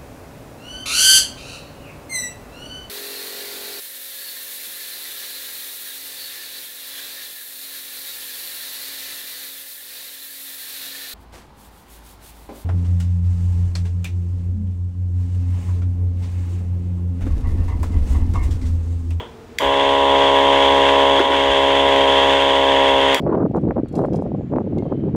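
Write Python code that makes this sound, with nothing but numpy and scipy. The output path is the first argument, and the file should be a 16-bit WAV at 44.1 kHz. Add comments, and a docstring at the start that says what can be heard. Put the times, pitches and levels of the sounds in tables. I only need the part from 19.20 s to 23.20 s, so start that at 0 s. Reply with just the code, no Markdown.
"""Over low room noise and a faint hum, the last breath of an earlier pump run dies away. A rocker switch
snaps, and the small battery-driven diaphragm pump buzzes on a stone floor: two strokes a turn make the
buzz and puff air, valves and bearing rattle in the plastic housing, and the motor whines thinly.
Halfway, a small plastic meter drops on the floor and is handled; a few soft thumps lie underneath.
Just before the end the switch snaps again and the pump dies away."""
import sys
import numpy as np
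from scipy import signal
from scipy.fft import rfft, irfft, next_fast_len
from scipy.io import wavfile
from scipy.ndimage import map_coordinates

SR = 44100
rng = np.random.default_rng(int(sys.argv[2]) if len(sys.argv) > 2 else 0)


def int16_out(signal):
    """Quantize to a 16-bit WAV file."""
    q = np.round(np.clip(np.atleast_2d(signal).T, -1, 1) * 32767)
    wavfile.write(sys.argv[1], SR, q.astype(np.int16))


N = 176400
ON_S, OFF_S = .396, 3.943  # the motor gets and loses its current


def amp(db):
    """Decibels to gain."""
    return 10 ** (np.asarray(db) / 20)


def unit(x):
    """x scaled to rms 1."""
    return x / np.sqrt(np.mean(x ** 2) + 1e-20)


def along(points, hz):
    """Read (Hz, value) points along a log frequency axis."""
    freqs, values = np.transpose(points)
    return np.interp(np.log(hz + 1), np.log(freqs + 1), values)


def clock():
    """Seconds at each sample."""
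    return np.arange(N) / SR


def curves(rows):
    """One automation curve for each column after the time."""
    times, *columns = np.transpose(rows)
    return [np.interp(clock(), times, column) for column in columns]


def wobble(rate):
    """A smooth random drift, rate knots a second."""
    t = clock()
    coarse_s = t[::32]
    knots = rng.standard_normal(int(N * rate / SR) + 4)
    return np.interp(t, coarse_s, map_coordinates(knots, [coarse_s * rate]))


def coloured(x, spectrum):
    """x through a minimum-phase EQ drawn as (Hz, dB) points."""
    size = 2 * next_fast_len(N)
    gain = amp(along(spectrum, np.fft.rfftfreq(size, 1 / SR)))
    cepstrum = irfft(np.log(gain), size)
    cepstrum[1:size // 2] *= 2
    cepstrum[size // 2 + 1:] = 0
    return irfft(rfft(x, size) * np.exp(rfft(cepstrum)), size)[:N]


def in_room(x, wet_db):
    """x with the short tail of a bare room."""
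    # Room decay. Each row: frequency in Hz, seconds to fall 60 dB.
    decay = [(200, 0.43), (3000, 0.23), (12000, 0.36)]
    hz, t, grains = signal.stft(rng.standard_normal(SR // 2), SR, nperseg=256)
    tail = signal.istft(grains * amp(-60 * t / along(decay, hz)[:, None]), SR, nperseg=256)[1]
    tail = np.pad(tail / np.linalg.norm(tail), (SR // 300, 0))  # pre-delay
    return x + amp(wet_db) * signal.fftconvolve(x, tail)[:N]


def background(bed_db=-41, hum_hz=468, hum_db=-51):
    """A bed of low room noise with a faint wavering hum."""
    # Colour of the bed. Each row: frequency in Hz, relative level in dB.
    bed_eq = [(15, -39), (25, -17), (69, -0.5), (196, -14), (237, -3.5), (271, -13), (415, -6.5), (462, 0),
              (529, -26), (588, -14), (8100, -39.5), (11800, -48), (15000, -45)]
    hum = amp(hum_db + 2.2 * wobble(20)) * np.sin(2 * np.pi * hum_hz * clock() + .83 * wobble(25))
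    return amp(bed_db) * unit(coloured(rng.standard_normal(N), bed_eq)) + hum


def running(rise_s=.014, fall_db_per_s=184, earlier_db=-13.5):
    """The pump's envelope: an earlier run fades, then it rises with the current and dies without it."""
    t = clock()
    earlier = amp(earlier_db - fall_db_per_s * t)
    rise = 1 - np.exp(-np.maximum(t - ON_S, 0) / rise_s)
    fall = amp(-fall_db_per_s * np.maximum(t - OFF_S, 0))
    return earlier + rise * fall


def buzz(turns, speed_hz, lower_db, upper_db):
    """Two unequal strokes a turn; the upper partials of each come late, from the pump head."""
    # Buzz partials. Each row: multiple of the shaft speed, relative level in dB.
    partials = [(1, -15.5), (2, -21.5), (3, -26.5), (4, -6.5), (5, -15.5), (6, -3), (7, -5), (8, 1),
                (9, -3), (10, -5.5), (11, -11.5), (12, -3), (13, -7.5), (14, 0.5), (15, -4), (16, -9),
                (17, -17), (18, -35), (19, -31.5)]
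    second_strength, second_at_turns = .81, .4607  # the weaker stroke, which shapes the phases
    head_hz, head_width_hz, head_lag_s = 800, 56, .0025  # the head answers late above head_hz
    trim_db, flutter_db = .23, .46
    out = np.zeros(N)
    for k, db in partials:
        hz = k * speed_hz
        stroke_phase = np.angle(1 + second_strength * np.exp(-2j * np.pi * k * second_at_turns))
        lag_cycles = head_lag_s * head_width_hz * np.logaddexp(0, (hz - head_hz) / head_width_hz)
        band_db = upper_db if hz > head_hz else lower_db
        level_db = db + band_db + flutter_db * (wobble(5.99) + wobble(21.9))
        out += amp(level_db) * np.cos(2 * np.pi * (k * turns - lag_cycles) + stroke_phase)
    partials_rms = np.sqrt(sum(amp(db) ** 2 for _, db in partials) / 2)
    return amp(trim_db) * out / partials_rms


def stroke_noise(turns, depth):
    """White noise that swells twice a turn."""
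    return rng.standard_normal(N) * (1 + depth * np.cos(4 * np.pi * turns))


def chuff(turns):
    """Air puffs through the pump head with every stroke."""
    # Colour of the puffs. Each row: frequency in Hz, relative level in dB.
    air_eq = [(25, -31.5), (60, -14), (110, -17.5), (200, -11.5), (300, -6.5), (380, -2), (470, -1),
              (530, -3), (650, 0.5), (750, -7.5), (850, 0), (1000, 5), (1150, -8), (1600, -9.5),
              (4000, -57)]
    return amp(-14) * unit(coloured(stroke_noise(turns, depth=.37), air_eq))


def housing(force):
    """The plastic shell colours what shakes it, at equal level; its small parts ring in the treble."""
    # Narrow rings. Each row: centre in Hz, width in Hz, send level in dB.
    resonances = [(4730, 300, -9.5), (6500, 300, -12.5), (8450, 220, -7)]
    # Colour of the shell. Each row: frequency in Hz, relative level in dB.
    shell_eq = [(710, -29.5), (1200, -10), (1240, -19), (1290, -15), (1710, -6), (2030, -4.5), (2190, -8),
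                (2510, -11.5), (2650, -6), (2890, -5.5), (3110, -0.5), (3320, 2), (3460, -1.5), (3940, -18),
                (4240, -23.5), (5490, -29), (6730, -25), (12000, -40.5), (14700, -46), (15500, -70)]
    rings = sum(amp(db) * signal.lfilter(*signal.iirpeak(hz, hz / width_hz, fs=SR), force)
                for hz, width_hz, db in resonances)
    return force.std() * unit(coloured(force + rings, shell_eq))


def rattle(turns, soften_hz=4960, surge_db=.9):
    """Valves and bearing tick unevenly in step with the shaft, over brush hiss; all ring the housing."""
    # Knocking parts. Each row: ticks a turn, scatter in turns, size spread in dB, relative level in dB.
    contacts = [(2, .07, 5, -4.5), (4.42, .06, 4, -2), (7.7, .2, 4, -5)]
    ticks = np.zeros(N)
    for per_turn, scatter, spread_db, db in contacts:
        slip, size = rng.standard_normal((4000, 2)).T
        at = np.searchsorted(turns, np.arange(len(slip)) / per_turn + scatter * slip)
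        ticks += np.bincount(at, amp(db + spread_db * np.minimum(size, 2)), N + 1)[:N]
    ticks = signal.lfilter(*signal.butter(1, soften_hz, fs=SR), ticks)
    ticks *= amp(surge_db * wobble(20))  # unsteady contact force
    hiss = stroke_noise(turns, depth=.25)
    clatter = unit(in_room(ticks - ticks.mean(), wet_db=-1))
    return housing(amp(-4.5) * clatter + amp(-7) * hiss)


def whine(turns):
    """The motor sings thin, unsteady lines high above the buzz."""
    # Whine lines. Each row: multiple of the shaft speed, relative level in dB.
    lines = [(38.8, -19), (44.2, -21), (48.7, -24)]
    return sum(amp(db + 1.2 * wobble(12)) * np.sin(2 * np.pi * k * turns + wobble(12))
               for k, db in lines)


def pump(jitter_turns=.002, stumble_turns=.06):
    """One shaft drives every layer; as the pump catches or coasts, clean buzz gives way to puffs."""
    # Shaft speed. Each row: time in seconds, turns a second.
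    shaft_speed = [(0.53, 69.21), (0.68, 69.06), (0.85, 69.09), (1.2, 68.93), (1.45, 68.99), (1.6, 68.95),
                   (1.78, 69.05), (1.92, 68.91), (2.08, 68.97), (2.4, 68.65), (2.56, 68.87), (2.75, 68.65),
                   (2.95, 68.53), (3.15, 68.61), (3.25, 68.66), (3.5, 68.42), (3.7, 68.21), (3.88, 68.21)]
    # Fader rides. Each row: time in seconds, then dB for lower buzz and puffs, for upper buzz,
    # and for rattle and whine.
    faders = [(0.47, -17, -16.5, -20.5), (0.95, -14.5, -14, -19), (1.4, -14, -14, -17.5),
              (1.8, -13.8, -13.5, -17), (1.99, -15, -15.8, -19), (2.025, -19, -17.5, -21),
              (2.25, -16, -17, -18.5), (2.7, -14, -16, -17), (3.12, -14.5, -15, -16.5),
              (3.18, -16, -16.5, -18), (3.72, -14, -16, -18), (3.92, -15, -17.1, -17)]
    speed_hz, = curves(shaft_speed)
    lower_db, upper_db, rattle_db = curves(faders)
    envelope = running()
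    unsettled = 1 - envelope
    duck_db, puff_boost_db = -5.5, 13.5  # when fully unsettled
    turns = np.cumsum(speed_hz) / SR + jitter_turns * wobble(25)
    turns += stumble_turns * unsettled * wobble(70)
    tone = amp(duck_db * unsettled) * buzz(turns, speed_hz.mean(), lower_db, upper_db)
    puffs = amp(lower_db + puff_boost_db * np.sqrt(np.abs(unsettled))) * chuff(turns)
    mechanics = amp(rattle_db) * (rattle(turns) + whine(turns))
    return envelope * (tone + puffs + mechanics)


def struck(hits, modes, body_eq, treble_hz, crack_db, crack_t60_s=.013):
    """Each hit rings the modes, with a short crack on top; a soft hit has less treble and crack."""
    out, t = np.zeros(N + SR), np.arange(SR // 4) / SR
    for start_s, db, treble_db in hits:
        ring = np.zeros(len(t))
        for hz, mode_db, t60_s in modes:
            onset_db = mode_db + treble_db * (hz > treble_hz) + rng.normal(0, 1)
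            ring += amp(onset_db - 60 * t / t60_s) * np.sin(2 * np.pi * hz * t)
        crack = amp(crack_db + treble_db - 60 * t / crack_t60_s) * rng.standard_normal(len(t))
        out[round(start_s * SR):][:len(t)] += amp(db) * (ring + crack)
    return coloured(out[:N], body_eq)


def rocker_switch():
    """The rocker snaps on and later off, bright and dry: so small a part radiates no bass."""
    # Snaps. Each row: start in seconds, level in dB, treble offset in dB.
    snaps = [(.3848, -18, -4), (.3867, -5, -6.5), (3.9457, -4.5, -4)]
    # Switch modes. Each row: pitch in Hz, relative level in dB, seconds to fall 60 dB.
    modes = [(2090, 0, 0.0093), (2400, -4, 0.0074), (3360, -7, 0.012), (3700, -12.5, .007),
             (4570, -3.5, 0.0062), (5580, -9.5, 0.0064), (7060, -7.5, .008)]
    # Thin body. Each row: frequency in Hz, gain in dB.
    body_eq = [(100, -45), (1100, -31), (1700, -2.5), (8500, -1), (16000, -1)]
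    return struck(snaps, modes, body_eq, treble_hz=4000, crack_db=-9)


def thumps(pitch_hz=58, swell_s=.02):
    """Soft low thumps, each a sine that swells and fades."""
    # Each row: start in seconds, envelope peak in dB.
    hits = [(.44, -31), (2.285, -28), (3.65, -39), (3.73, -36)]
    out = np.zeros(N)
    for start_s, db in hits:
        age = np.maximum(clock() - start_s, 0)
        swell = age / swell_s * np.exp(1 - age / swell_s)
        out += amp(db) * swell * np.sin(2 * np.pi * pitch_hz * age)
    return out


def meter_drop():
    """The small plastic meter lands on the stone and is handled; each knock rings its case."""
    # Knocks. Each row: start in seconds, level in dB, treble offset in dB.
    knocks = [(1.994, -14.5, 1.5), (2.002, -6.5, -23), (2.104, -14, -9), (2.134, -14, -4)]
    # Case modes. Each row: pitch in Hz, relative level in dB, seconds to fall 60 dB.
    modes = [(270, -9, .03), (353, -4, 0.026), (398, 0, 0.027), (600, -4, 0.035), (970, 9, 0.024),
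             (1410, 3, .016)]
    # Colour of the case. Each row: frequency in Hz, gain in dB.
    body_eq = [(40, -32), (170, -25), (280, -3), (1600, 0), (7000, 2), (16000, -12)]
    return struck(knocks, modes, body_eq, treble_hz=700, crack_db=-17.5)


def scene():
    """Pump, switch and meter in one room, over the bed and the thumps, in mono."""
    clicks = in_room(rocker_switch() + meter_drop(), wet_db=-5)
    return (pump() + clicks + background() + thumps())[None]


def record(dry):
    """Round off the highest peaks, then cut everything above the band limit."""
    ceiling, top_hz = .8, 15700
    rounded = dry / (1 + np.abs(dry / ceiling) ** 8) ** (1 / 8)
    size = next_fast_len(N + SR // 2)
    passband = np.fft.rfftfreq(size, 1 / SR) < top_hz
    return irfft(rfft(rounded, size) * passband, size)[..., :N]


dry = scene()
out = record(dry)
int16_out(out)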